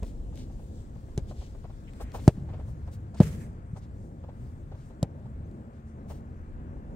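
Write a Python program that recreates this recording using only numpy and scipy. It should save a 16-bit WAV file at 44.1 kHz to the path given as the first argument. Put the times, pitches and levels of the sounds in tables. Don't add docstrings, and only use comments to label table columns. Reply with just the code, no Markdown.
import sys
import numpy as np
from scipy import signal
from scipy.fft import rfft, irfft, next_fast_len
from scipy.io import wavfile
from scipy.ndimage import uniform_filter1d, minimum_filter1d, map_coordinates

SR = 44100
rng = np.random.default_rng(int(sys.argv[2]) if len(sys.argv) > 2 else 0)


def store_wav(level_fs):
    pcm = np.round(np.clip(np.atleast_2d(level_fs), -1, 1) * 32767)
    wavfile.write(sys.argv[1], SR, pcm.T.astype(np.int16))


N = 306837
TIME = np.arange(N) / SR


# start in seconds, level in dB, signed strength (+ push, - pull), settled pitch in Hz,
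# early extra turns, thud length in turns, contact rise in seconds, squeezed-air pitch in Hz, its level in dB,
# skin ring in dB, crack in dB, crack centre in Hz, spray in dB under the crack. Inner levels are relative.
BALL_BLOWS = [(.0240, -15, -0.42, 70.5, 0.037, 0.99, 0.0032, 153, -1.5, -30, -46, 4940, -23.5),
              (1.1770, -18.5, 1, 103, 0.47, 1.05, 0.0012, 375, -8.5, -22, -17.5, 4060, -7),
              (2.2783, -1.5, -0.9, 103.6, 0.46, 1.06, 0.00027, 319, -14.5, -17.5, -22.5, 4740, -12.5),
              (3.2029, -2.5, -1.05, 150, 0.3, 1.38, 0.001, 312, -19, -25.5, -27.5, 2720, -23),
              (5.0286, -13.5, -1, 113, 0.32, 0.98, 0.00071, 551, -12.5, -21, -16, 6740, -23)]
# pitch in Hz, relative level in dB, time to fall 60 dB in seconds.
SKIN_RINGS = [(603, 8.5, 0.031), (780, -19, 0.071), (922, -39, 0.025)]
# time in seconds, crunch level in dB, ground thump level in dB.
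FOOTFALLS = [(0.325, -55, -56), (0.497, -56.5, -51), (0.593, -56, -50), (0.953, -55, -42),
             (1.083, -57, -47), (1.305, -48, -52), (1.41, -50.5, -54), (1.544, -53, -46),
             (1.64, -48.5, -40), (1.696, -52, -42), (2, -41, -43), (2.14, -38.5, -40), (2.18, -49.5, -51),
             (2.486, -48.5, -53), (2.529, -46.5, -53), (2.592, -48.5, -45), (2.676, -54, -54),
             (2.874, -50, -52), (3.14, -49, -47), (3.76, -47.5, -48), (4.234, -51.5, -39),
             (4.284, -50, -49), (4.714, -50.5, -49), (4.741, -52.5, -36), (4.9, -54.5, -52),
             (5.254, -53, -50), (6.099, -44.5, -54), (6.597, -57.5, -48), (6.761, -59, -54)]
# time in seconds, level in dB, pitch in Hz.
GROUND_THUMPS = [(1.219, -30.5, 61), (1.387, -31.5, 62), (2.026, -28.5, 59), (2.38, -31, 178),
                 (2.42, -28, 126), (2.505, -28.5, 103), (2.631, -28, 74.4), (2.871, -33, 73),
                 (3.734, -25, 131)]
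# start in seconds, peak level in dB, centre in Hz.
STUD_TICKS = [(0.0313, -39, 4700), (0.357, -49, 4200), (0.3752, -42.5, 1980), (1.935, -49.5, 2500),
              (2.119, -46.5, 1960), (2.876, -57, 2580), (3.216, -39, 5040), (5.513, -61, 6000)]
# time of peak in seconds, rms level there in dB, rise in seconds,
# centre in Hz, breadth in octaves.
BLADE_SCUFFS = [(0.066, -61.5, 0.035, 4600, 1.5), (0.391, -59, 0.039, 3880, 0.95),
                (0.63, -72.5, 0.052, 5960, 2.1), (.77, -70.5, 0.048, 5530, 0.53),
                (1.299, -61, 0.019, 3450, 1.14), (1.418, -61.5, 0.058, 3260, 1),
                (1.885, -58.5, 0.011, 2380, 0.3), (1.97, -69, 0.028, 3000, 1.9),
                (2.02, -54, 0.015, 9800, 3.1), (2.075, -64, 0.1, 1670, 0.61),
                (2.156, -51, 0.018, 6900, 3.9), (2.196, -61.5, 0.016, 2490, 0.98),
                (2.255, -58.5, 0.069, 4700, 2.4), (2.38, -71, 0.03, 900, 1.6), (2.54, -64, .065, 980, 0.97),
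                (2.69, -67, 0.029, 8000, 1.5), (2.936, -58.5, 0.019, 7400, 4),
                (3.149, -62, 0.0054, 5950, 0.54), (3.182, -57.5, 0.02, 2500, 1.5),
                (3.777, -65, 0.016, 6500, 0.72), (3.832, -68.5, .018, 3340, 0.99),
                (4.03, -75, 0.076, 7450, 0.75), (4.44, -71.5, 0.092, 7000, 2.8),
                (4.809, -71, 0.052, 3570, 1.4), (4.875, -72, 0.032, 8100, .7),
                (5.76, -78.5, .037, 3470, 0.98), (5.885, -75.5, 0.03, 7000, 0.51),
                (6.108, -56.5, 0.02, 6750, 4.5), (6.15, -65.5, 0.035, 6000, 2.3)]
# time in seconds, lead of the left port in ms.
PLAYER_PATH = [(0, 0.032), (.8, 0.12), (1.35, 0.29), (1.9, 0.14), (2.2, 0.03), (6.96, 0.049)]
# frequency in Hz, relative level in dB per Hz.
SEAT_TONE = [(300, -40), (500, -20), (1200, -11.5), (2200, -13), (3900, -20.5), (7400, -18), (12000, -20.5),
             (16000, -25)]
# frequency in Hz, relative level in dB per Hz.
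ROOF_TONE = [(24, -37), (40, 0), (156, 8.5), (226, -1.5), (275, -39), (408, -10), (600, -24), (780, -43),
             (1320, -120)]
# level in dB, time to fall 60 dB in seconds.
ROOF_DECAYS = [(-23.5, 0.17), (-34, 1.57)]
# centre in Hz, breadth in octaves, level in dB.
RETURN_BANDS = [(1700, .5, -61.5), (7800, 0.6, -63)]
# time in seconds, then the levels of the deep, drone and roar bands in dB.
ROAD_LEVELS = [(0.0, -38, -51, -48), (0.35, -44, -45, -49.5), (0.64, -45.5, -45, -51.5),
               (1.98, -45, -49, -50), (2.27, -46.5, -42, -48), (2.96, -49, -41, -51),
               (3.37, -49, -40, -48.5), (3.51, -49, -44.5, -51), (3.99, -49.5, -46, -50),
               (4.69, -47.5, -44, -52), (4.94, -49, -47, -50), (5.33, -51, -40, -50.5),
               (5.62, -58, -47, -49.5), (6.22, -49, -46, -49.5), (6.55, -45.5, -50, -50.5),
               (6.96, -42, -48, -45.5)]
# time in seconds, level in dB.
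TYRE_LEVELS = [(0, -71), (1.6, -68.5), (2.3, -65), (4.0, -67), (6.96, -64)]
# frequency in Hz, relative level in dB per Hz.
ROAD_TONE = [(15, -38), (25, -4.5), (81, -5), (133, -9), (164, -13), (194, -13.5), (224, -12), (264, -16.5),
             (461, -25), (556, -25), (604, -28), (1630, -39), (3500, -61), (4550, -100), (7700, -120)]
# frequency in Hz, likeness from 0 to 1.
ROAD_LIKENESS = [(25, 0.64), (60, 1), (130, 1), (300, 1), (700, 0.97), (1500, 0.56), (3000, 0.76)]
# frequency in Hz, left over right in dB.
ROAD_LEAN = [(60, 1), (400, 1), (1300, 3.5), (15000, 18.5)]
# time in seconds, level in dB.
RUSTLE_LEVELS = [(0, -72), (2.3, -72), (3.0, -77), (6.96, -79.5)]
# frequency in Hz, relative level in dB per Hz.
RUSTLE_TONE = [(1500, -35), (2500, -15), (3500, -11.5), (5500, -14), (7500, -12.5), (11000, -18.5),
               (16000, -21.5)]
# start in seconds, length in seconds, pitch in Hz, level in dB before fading.
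BIRD_NOTES = [(5.442, 0.031, 6250, -79), (6.31, 0.13, 6100, -83)]
# start of fade-in in seconds, pitch in Hz, width in Hz, full level in dB.
ENGINE_DRONES = [(5.0, 221, 4, -58.5), (5.0, 77, 4.6, -49)]
# frequency in Hz, gain in dB.
MIC_TREBLE = [(6000, 1), (7600, 2.5), (8800, 1.5), (9800, -5), (11000, -1), (13000, -3), (16000, 0)]

SLAP_DB, ECHO_DB, ECHO_GROWS = -24.5, -41, 0.24
USUAL_DB, STEP_S, STEP_S_PER_DB = -50, 0.036, 0.0008
CRUNCH_HZ, CRUNCH_HZ_PER_DB = 546, 8
FALL_OVER_RISE = 1.36
STAND_S, STAND_RISE_S = 3.212, 0.014
RATTLE_DB, RATTLE_T60_S, RATTLE_STOPS_S, ROOF_STOPS_S = -45, 0.6, 0.28, 0.45
RETURN_S, RETURN_RISE_S, RETURN_LEAD_MS = 3.415, 0.043, 0.47
TOP_HZ = 15800


def ball():
    out, t = np.zeros((2, N)), np.arange(SR // 2) / SR
    for (s, db, sign, hz, turns, lasts, rise, air_hz, air_db, skin_db,
         crack_db, crack_hz, spray_db) in BALL_BLOWS:
        contact = 1 - np.exp(-t / abs(rise))
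        phase_turns = hz * t + turns * (1 - np.exp(-t / 0.0015))
        thud = sign * np.sin(2 * np.pi * phase_turns) * np.exp(-(t * hz / lasts) ** 4)
        air = sign * np.sin(2 * np.pi * air_hz * t) * np.exp(-(t / 0.0082) ** 2)
        ring = sum(amp(level - 60 * t / t60) * sign * np.sin(2 * np.pi * f * t)
                   for f, level, t60 in SKIN_RINGS)

        rough = filtered(rng.standard_normal(len(t)),
                         lambda f: hump(f, 431, 0.64) + 0.049 * hump(f, 1950, 0.63))
        slap = unit(rough) * np.exp(-(t / 0.018) ** 2)

        snap = t / 0.0009 * np.exp(1 - t / 0.0009)
        spray = amp(spray_db - 60 * t / 0.07)
        burst = pair(grit(len(t), 1.0), 0.11, 0) * (snap + spray)
        crack = filtered(burst, lambda f: hump(f, crack_hz, 1.14) / (1 + (f / 13000) ** 4))

        body = thud + amp(air_db) * air + amp(skin_db) * ring + amp(SLAP_DB) * slap
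        blow = contact * body + amp(crack_db) * crack
        add(out, s, amp(db) * blow)
        add(out, s, amp(ECHO_DB + ECHO_GROWS * db) * late_echo(blow, t))
    return out * amp([[.3], [-.3]])


def late_echo(blow, t):
    dull = filtered(rng.standard_normal(len(t)), lambda f: 1 / np.sqrt(1 + (f / 1200) ** 4))
    fade = amp(-60 * t / 5.7) * np.cos(np.pi * t / (2 * t[-1]))
    late = dull * fade * (1 - np.exp(-(t / 0.073) ** 4))
    return signal.fftconvolve(blow, late[None] / np.linalg.norm(late), axes=1)


def stand():
    t = np.maximum(TIME - STAND_S, 0)
    start = 1 - np.exp(-(t / STAND_RISE_S) ** 2)

    def dying(db, t60, stop):
        return amp(db - 60 * t / t60) * np.exp(-(t / stop) ** 8)

    rattle = unit(filtered(grit(N, 1.4), lambda f: amp(along(SEAT_TONE, f))))
    shake = amp(1.6 * wobble(60))
    seats = dying(RATTLE_DB, RATTLE_T60_S, RATTLE_STOPS_S) * shake * rattle

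    boom = unit(filtered(rng.standard_normal((2, N)), lambda f: amp(along(ROOF_TONE, f))))
    roof_decay = sum(dying(db, t60, ROOF_STOPS_S) for db, t60 in ROOF_DECAYS)
    roof = roof_decay * pair(boom, 0.97, 0.05)

    out = start * (seats + roof)
    for hz, octaves, db in RETURN_BANDS:
        out = swish(out, RETURN_S, db, RETURN_RISE_S, hz, octaves, RETURN_LEAD_MS)
    return out


def feet():
    out, t = np.zeros((2, N)), np.arange(SR // 8) / SR
    both = np.ones((2, 1))

    def push(hz):
        return -np.sin(2 * np.pi * hz * t) * np.sin(np.pi * np.minimum(t * hz / 2.13, 1)) ** 2

    for s, db, thump_db in FOOTFALLS:
        progress = t / (STEP_S + STEP_S_PER_DB * (db - USUAL_DB))
        hz = CRUNCH_HZ + CRUNCH_HZ_PER_DB * (db - USUAL_DB)
        crunch = unit(filtered(
            grit(len(t), 1.7),
            lambda f: hump(f, hz, 0.69) / (1 + (f / 1500) ** 4) + 0.055 * hump(f, 2100, 0.83)))
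        weight = np.sin(np.pi * np.minimum(progress, 1) ** 0.65) ** 2
        add(out, s - 0.003, amp(db) * pair(crunch, 0.74, 0.12) * weight)
        add(out, s, amp(thump_db) * push(120) * both)
    for s, db, hz in GROUND_THUMPS:
        add(out, s - 0.004, amp(db) * push(hz) * both)
    for s, db, hz in STUD_TICKS:
        click = rng.standard_normal(len(t)) * amp(-60 * t / 0.009)
        tick = filtered(click, lambda f: hump(f, hz, 1.2) * (f > 800))
        add(out, s, amp(db) * tick / np.abs(tick).max() * both)
    return out * amp([[.7], [-.7]])


def scuffs():
    out, (lead_ms,) = np.zeros((2, N)), curves(PLAYER_PATH)
    for s, db, rise, hz, octaves in BLADE_SCUFFS:
        out = swish(out, s, db, rise, hz, octaves, lead_ms[round(s * SR)])
    return out * amp([[1.1], [-1.1]])


def swish(track, s, db, rise, hz, octaves, lead_ms):
    half = SR // 4
    t = np.arange(-half, half) / SR
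    swell = np.exp(-(t / np.where(t < 0, rise, rise * FALL_OVER_RISE)) ** 2)

    def tone(f):
        low_cut = 1 + (500 / (f + 1)) ** 4
        return hump(f, hz, octaves) * (1 + 0.27 * hump(f, 8500, 0.04)) / low_cut

    blades = unit(filtered(grit(len(t), 1.61), tone))
    sound = amp(db) * pair(blades, 0.58, lead_ms) * swell
    out = np.zeros_like(track)
    skip = max(0, half - round(s * SR))
    add(out, max(0, s - half / SR), sound[:, skip:])
    return track + out


def road():
    deep_db, drone_db, roar_db = curves(ROAD_LEVELS)
    hiss_db, = curves(TYRE_LEVELS)
    bands = [(deep_db, 0, 60, 1.5), (drone_db, 60, 150, 1.5),
             (roar_db, 150, 900, 1.2), (hiss_db, 900, 20000, 0.7)]
    out = np.zeros((2, N))
    for db, low, high, lumps_db in bands:
        def tone(f):
            edges = (1 + (low / (f + 1)) ** 8) * (1 + (f / high) ** 8)
            return amp(along(ROAD_TONE, f)) / np.sqrt(edges)
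        noise = unit(filtered(rng.standard_normal((2, N)), tone))
        out += amp(db + lumps_db * (wobble(3.9) + wobble(7.0))) * noise
    out = pair(out, lambda f: along(ROAD_LIKENESS, f), 0.4)
    return filtered(out, lambda f: amp(along(ROAD_LEAN, f) * np.array([[.5], [-.5]])))


def rustle():
    spectrum = signal.stft(grit(N, 1.6), nperseg=512)[2]
    field = rng.standard_normal(spectrum.shape[1:])
    field = uniform_filter1d(field, size=8, axis=0)
    field = uniform_filter1d(field, size=10, axis=1)
    patches = signal.istft(spectrum * amp(1.8 * unit(field)), nperseg=512)[1][:, :N]
    noise = unit(filtered(patches, lambda f: amp(along(RUSTLE_TONE, f))))
    flutter_db = 0.8 * wobble(9)
    return amp(curves(RUSTLE_LEVELS)[0] + flutter_db) * pair(noise, 0.063, 0) * amp([[1.8], [-1.8]])


def bird():
    out = np.zeros(N)
    for s, length, hz, db in BIRD_NOTES:
        t = np.arange(round(length * SR)) / SR
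        swell = np.sqrt(np.sin(np.pi * t / length)) * np.exp(-t / 0.095)
        add(out, s, amp(db) * np.sin(2 * np.pi * hz * t) * swell)
    return out


def hum():
    out = np.zeros(N)
    for s, hz, width_hz, db in ENGINE_DRONES:
        drone = unit(filtered(rng.standard_normal(N),
                              lambda f: np.exp(-0.5 * ((f - hz) / width_hz) ** 2)))
        out += amp(db) * drone * np.clip((TIME - s) / 0.37, 0, 1)
    return out


def amp(db):
    return 10 ** (np.asarray(db) / 20)


def unit(x):
    return x / np.sqrt(np.mean(x ** 2) + 1e-20)


def along(points, hz):
    f, v = np.transpose(points)
    return np.interp(np.log(hz + 1), np.log(f + 1), v)


def curves(rows):
    s, *cols = np.transpose(rows)
    return [np.interp(TIME, s, c) for c in cols]


def wobble(rate):
    knots = rng.standard_normal(int(N * rate / SR) + 4)
    return map_coordinates(knots, [TIME * rate])


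def filtered(x, response):
    m = next_fast_len(x.shape[-1] + 4096)
    spectrum = rfft(x, m) * response(np.fft.rfftfreq(m, 1 / SR))
    return irfft(spectrum, m)[..., :x.shape[-1]]


def hump(hz, centre_hz, octaves):
    return np.exp(-0.5 * (np.log2((hz + 1) / centre_hz) / octaves) ** 2)


def pair(two, alike, lead_ms):
    def ports(hz):
        likeness = alike(hz) if callable(alike) else np.full_like(hz, alike)
        turn = np.arccos(np.clip(likeness, 0, 1)) / 2
        return np.array([np.cos(turn), np.sin(turn)])

    def lead(hz):
        return np.exp(1j * np.pi * hz * lead_ms / 1000 * np.array([[1], [-1]]))

    mid, side = filtered(two, ports)
    return filtered(np.array([mid + side, mid - side]), lead)


def add(track, s, sound):
    spot = track[..., round(s * SR):][..., :sound.shape[-1]]
    spot += sound[..., :spot.shape[-1]]


def grit(length, spiky_db):
    size = np.minimum(rng.exponential(1, (2, length // 40 + 1)), 3.5)
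    size = np.repeat(size, 40, axis=1)[:, :length]
    return unit(rng.standard_normal((2, length)) * amp(spiky_db * size))


def scene():
    return ball() + stand() + feet() + scuffs() + road() + rustle() + bird() + hum()


def record(dry):
    port = filtered(dry, lambda hz: amp(along(MIC_TREBLE, hz)))
    peak_db = 20 * np.log10(np.abs(port).max(axis=0) + 1e-9)
    over_db = np.maximum(peak_db + 0.83, 0)
    held_db = -minimum_filter1d(-over_db, size=2400, origin=1199)
    duck_db = signal.lfilter([0.0012], [1, 0.0012 - 1], held_db)
    x = port * amp(-2.5 * duck_db)
    x = x / (1 + np.abs(x / 1.05) ** 8) ** (1 / 8)
    return filtered(x, lambda hz: hz < TOP_HZ)


dry = scene()
out = record(dry)
store_wav(out)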